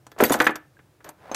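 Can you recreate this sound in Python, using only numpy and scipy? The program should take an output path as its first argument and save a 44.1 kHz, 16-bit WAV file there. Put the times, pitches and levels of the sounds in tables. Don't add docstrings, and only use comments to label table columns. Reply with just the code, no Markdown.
import sys
import numpy as np
from scipy import signal
from scipy.fft import rfft, irfft
from scipy.io import wavfile
from scipy.ndimage import uniform_filter1d, minimum_filter1d

SR = 44100
rng = np.random.default_rng(int(sys.argv[2]) if len(sys.argv) > 2 else 0)


def master_out(mix):
    frames = np.transpose(np.atleast_2d(mix))
    ceiling = np.clip(frames, -1, 1)
    pcm = np.round(ceiling * 32767).astype(np.int16)
    wavfile.write(sys.argv[1], SR, pcm)


N = 59535
RING_SAMPLES = 2 ** 14
FREQS_HZ = np.maximum(np.arange(RING_SAMPLES // 2 + 1) * SR / RING_SAMPLES, 1)


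def undb(db):
    return 10 ** (np.asarray(db) / 20)


def unit(x):
    return x / np.sqrt(np.sum(x ** 2))


def curve(points):
    hz, db = np.array(points, float).T
    return undb(np.interp(np.log(FREQS_HZ), np.log(hz), db))


def colour(x, gain):
    cepstrum = irfft(np.log(gain + 1e-6))
    cepstrum[1:RING_SAMPLES // 2] *= 2
    cepstrum[RING_SAMPLES // 2 + 1:] = 0
    impulse_response = irfft(np.exp(rfft(cepstrum)))
    return signal.fftconvolve(x, impulse_response)[:len(x)]


def flatten(x, width_hz):
    power = np.abs(rfft(x)) ** 2
    return 1 / np.sqrt(uniform_filter1d(power, int(RING_SAMPLES * width_hz / SR)))


def fade(t60_s):
    return np.exp(-np.log(1000) * np.arange(RING_SAMPLES) / SR / t60_s)


def tones(hz):
    return np.sin(np.outer(2 * np.pi * hz / SR, np.arange(RING_SAMPLES)).astype(np.float32))


def burst(t60_s, tick_db):
    dense_modes = unit(rng.standard_normal(RING_SAMPLES) * fade(t60_s))
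    return dense_modes + undb(tick_db) * signal.unit_impulse(RING_SAMPLES)


def ring(modes, scatter_db=2, detune=0):
    hz, db, t60_s = np.array(modes).T
    strength, size, polarity = rng.standard_normal((len(modes), 3)).T
    gains = np.sign(polarity) * undb(db + scatter_db * strength)
    partials = fade(t60_s[:, None]) * tones(hz * (1 + detune * size))
    return unit(gains @ partials)


def add(out, time_s, level_db, x, window_s=.008):
    part = out[int(time_s * SR):][:len(x)]
    part += undb(level_db) * np.sqrt(window_s * SR) * unit(x)[:len(part)]


# (frequency [Hz], gain [dB])
AIR_SPECTRUM = [(18, -28.5), (129, 4), (240, -14), (313, -4), (433, -13.5), (509, -12), (871, -17.5),
                (3200, -28), (15500, -34)]


def air(level_db=-59):
    noise = colour(rng.standard_normal(N), curve(AIR_SPECTRUM))
    return undb(level_db) * np.sqrt(N) * unit(noise)


# (frequency [Hz], relative level [dB], T60 [s])
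BODY_MODES = [(145, -10, .2), (226, -9, .15), (311, 3, .17), (501, 2, .14), (625, -5, .12), (737, -5, .15),
              (824, -1, .16), (990, -2, .13), (1315, -5, .14), (1502, -3, .15), (1728, -2, .15),
              (1925, -5, .15), (2450, -7, .13)]
# (frequency [Hz], gain [dB])
WOOD_SPECTRUM = [(30, -39.5), (135, -20.5), (250, 6.5), (500, 3.5), (900, 2), (1700, 2.5), (3500, 2.5),
                 (10000, -13.5)]
# (time [s], relative level [dB], contact corner [Hz], thud gain [dB])
KNOCKS = [(0.067, -34, 855, -17), (0.118, -36, 1620, 9), (.164, -34, 1250, 16), (.187, -29, 1420, 5),
          (0.2028, 0, 1660, 18), (.225, 1, 490, -7.5), (0.2373, -5, 2090, 6), (0.297, -12.5, 1407, 7),
          (0.3059, -2.5, 438, -13), (.321, -7.5, 900, -9), (.342, -9.5, 1450, 3), (0.348, -9, 873, 1),
          (0.4023, 1.5, 1600, -3.5), (0.444, -17, 1730, 4), (0.4674, -0.5, 1680, -6.5),
          (0.493, -9.5, 1416, 2), (.556, -22.5, 1607, 4), (0.791, -40, 1730, 0.5), (1.005, -41, 1512, 3),
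          (1.046, -35, 1730, 3), (1.0907, -30, 970, -4.5), (1.295, -29, 960, 3), (1.3151, -16.5, 710, -5.5),
          (1.3475, -13.5, 2260, 2)]


def knocks(gain_db=-10.5, body_db=-8, thud_hz=454, contact_damping=.45):
    out, wood_gain = np.zeros(N), curve(WOOD_SPECTRUM)
    for time_s, level_db, corner_hz, thud_db in KNOCKS:
        blow = burst(t60_s=.051, tick_db=-11)
        ratio = FREQS_HZ / corner_hz
        lowpass = 1 / np.hypot(1 - ratio ** 2, contact_damping * ratio)
        thud = undb(thud_db / (1 + np.log2(FREQS_HZ / thud_hz) ** 2))
        contact = lowpass * thud
        wood = unit(colour(blow, flatten(blow, width_hz=220) * wood_gain * contact))
        body = unit(colour(ring(BODY_MODES, detune=.005), np.sqrt(contact)))
        add(out, time_s, level_db, wood + undb(body_db) * body)
    return undb(gain_db) * out


def pings(count=40, low_hz=2800, span_hz=12500, t60_s=.05):
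    hz = low_hz + span_hz * (np.arange(count) + rng.random(count)) / count
    return unit(rng.standard_normal(count) @ tones(hz) * fade(t60_s))


# (frequency [Hz], relative level [dB], T60 [s])
LINK_MODES = [(4600, -17, .08), (6160, -14, .09), (12520, -2, .05), (12776, 1, .055), (13680, -5, .05),
              (13850, -9, .13)]


def link_ring():
    return ring(LINK_MODES, scatter_db=4, detune=.005)


# (frequency [Hz], gain [dB])
STEEL_SPECTRUM = [(200, -16.5), (1500, 20.5), (3300, 11.5), (5300, 3), (6600, 6.5), (8500, 4.5),
                  (10000, 2.5), (11300, 4.5), (13000, 0), (14300, -2), (16000, -23)]
# (time [s], relative level [dB], band centre [Hz], link ring gain [dB])
CLINKS = [(0.067, -39, 6600, -23), (0.1165, -39.5, 4800, -7.5), (0.1872, -31, 6060, -11),
          (0.2073, -19.5, 7400, 1), (0.2373, -6.5, 8600, 6.5), (0.251, -16.5, 8000, 9.5),
          (0.296, -22, 6720, -7.5), (0.322, -12.5, 8120, -4.5), (.329, -17, 10050, -1),
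          (0.341, -17.5, 6450, -23), (0.356, -26.5, 7280, -14), (0.4018, -13, 4700, -11.5),
          (.418, -22.5, 8000, -10), (0.443, -27, 8170, 9.5), (0.4698, -20, 6600, -7),
          (0.5566, -25, 5940, -6), (1.0441, -36, 5900, -1), (1.09, -30, 8330, -5.5),
          (1.3158, -35, 4800, -11), (1.346, -15.5, 5940, -22)]


def clinks(gain_db=-11.5, ping_db=-4, link_db=-.5, half_width_oct=.65):
    out, steel_gain = np.zeros(N), curve(STEEL_SPECTRUM)
    for time_s, level_db, centre_hz, ring_db in CLINKS:
        strike = burst(t60_s=.024, tick_db=-14.5) + undb(ping_db) * pings()
        band = 1 / (1 + (np.log2(FREQS_HZ / centre_hz) / half_width_oct) ** 2)
        splash = unit(colour(strike, flatten(strike, width_hz=1600) * steel_gain * band))
        links = unit(link_ring() + link_ring())
        add(out, time_s, level_db, splash + undb(link_db + ring_db) * links)
    return undb(gain_db) * out


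# (frequency [Hz], gain [dB])
RUB_SPECTRUM = [(60, -12), (250, -5), (700, 2.5), (1700, -6.5), (3000, -17), (7000, -30), (15000, -34)]
# (start [s], length [s], peak level [dB], swell [share of length])
SLIDES = [(0.176, 0.083, -22, 0.84), (0.349, 0.1, -30, 0.7), (1.037, 0.093, -43, 0.3),
          (1.159, 0.1505, -46, 0.97), (1.303, 0.073, -31, 0.93)]


def slides(catches_per_s=9000):
    t = np.arange(N) / SR
    catches = (rng.random(N) < catches_per_s / SR) * rng.standard_normal(N)
    pressure = np.zeros(N)
    for start_s, length_s, peak_db, swell in SLIDES:
        peak_s = start_s + length_s * np.clip(swell, .05, .95)
        pressure += undb(peak_db) * np.interp(t, [start_s, peak_s, start_s + length_s], [0, 1, 0])
    return pressure * unit(colour(catches, curve(RUB_SPECTRUM))) * np.sqrt(N)


# (time [s], level [dB])
CHAIN_DRAG = [(.19, -51.5), (.24, -28), (.275, -45.5), (0.33, -28.5), (.375, -46.5), (.425, -40.5),
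              (.51, -47.5)]


def chain_jingle(link_count=6, touches_per_s=170):
    time_s, level_db = np.array(CHAIN_DRAG).T
    drag = undb(np.interp(np.arange(N) / SR, time_s, level_db, left=-np.inf, right=-np.inf))
    out, steel_gain = np.zeros(N), curve(STEEL_SPECTRUM)
    for _ in range(link_count):
        touches = (rng.random(N) < touches_per_s / link_count / SR) * rng.standard_normal(N)
        splash = unit(colour(pings(), steel_gain))
        link = unit(splash + link_ring() / 2)
        out += signal.fftconvolve(touches * drag, link)[:N]
    return out * np.sqrt(SR / touches_per_s)


# (time [s], frequency [Hz], level [dB])
STEEL_NOTES = [(.249, 4586, -33.5), (0.297, 6780, -32.5), (.322, 3537, -30), (0.321, 9890, -25.5),
               (.403, 1479, -14.5), (.445, 5990, -40), (.468, 1713, -16), (.769, 1602, -55),
               (1.316, 6300, -38.5)]


def steel_notes(t60_s=.051, twin_ratio=1.02, twin_db=-5.5):
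    out = np.zeros(N)
    for time_s, hz, level_db in STEEL_NOTES:
        pair = [(hz, 0, t60_s), (hz * twin_ratio, twin_db, t60_s)]
        add(out, time_s, level_db, ring(pair))
    return out


def room(x, crossover_hz=2800, build_s=.012):
    noise = rng.standard_normal(RING_SAMPLES)
    build = 1 - np.exp(-np.arange(RING_SAMPLES) / SR / build_s)

    def band(kind, gain_db, t60_s):
        sos = signal.butter(2, crossover_hz, kind, fs=SR, output="sos")
        return undb(gain_db) * signal.sosfilt(sos, noise) * unit(build * fade(t60_s))

    tail = band("low", gain_db=-13, t60_s=.25) + band("high", gain_db=-28.5, t60_s=.22)
    return x + signal.fftconvolve(x, tail)[:N]


def scene():
    handcuff = knocks() + clinks() + steel_notes() + chain_jingle() + slides()
    return (room(handcuff) + air())[None]


def record(dry):
    ceiling, window_s, top_hz = .69, .002, 15600
    window = int(window_s * SR)
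    needed_gain = ceiling / np.maximum(np.abs(dry), ceiling)
    smooth_gain = uniform_filter1d(minimum_filter1d(needed_gain, window), window)
    lowpass = signal.ellip(8, .2, 80, top_hz, fs=SR, output="sos")
    return signal.sosfilt(lowpass, dry * smooth_gain)


dry = scene()
out = record(dry)
master_out(out)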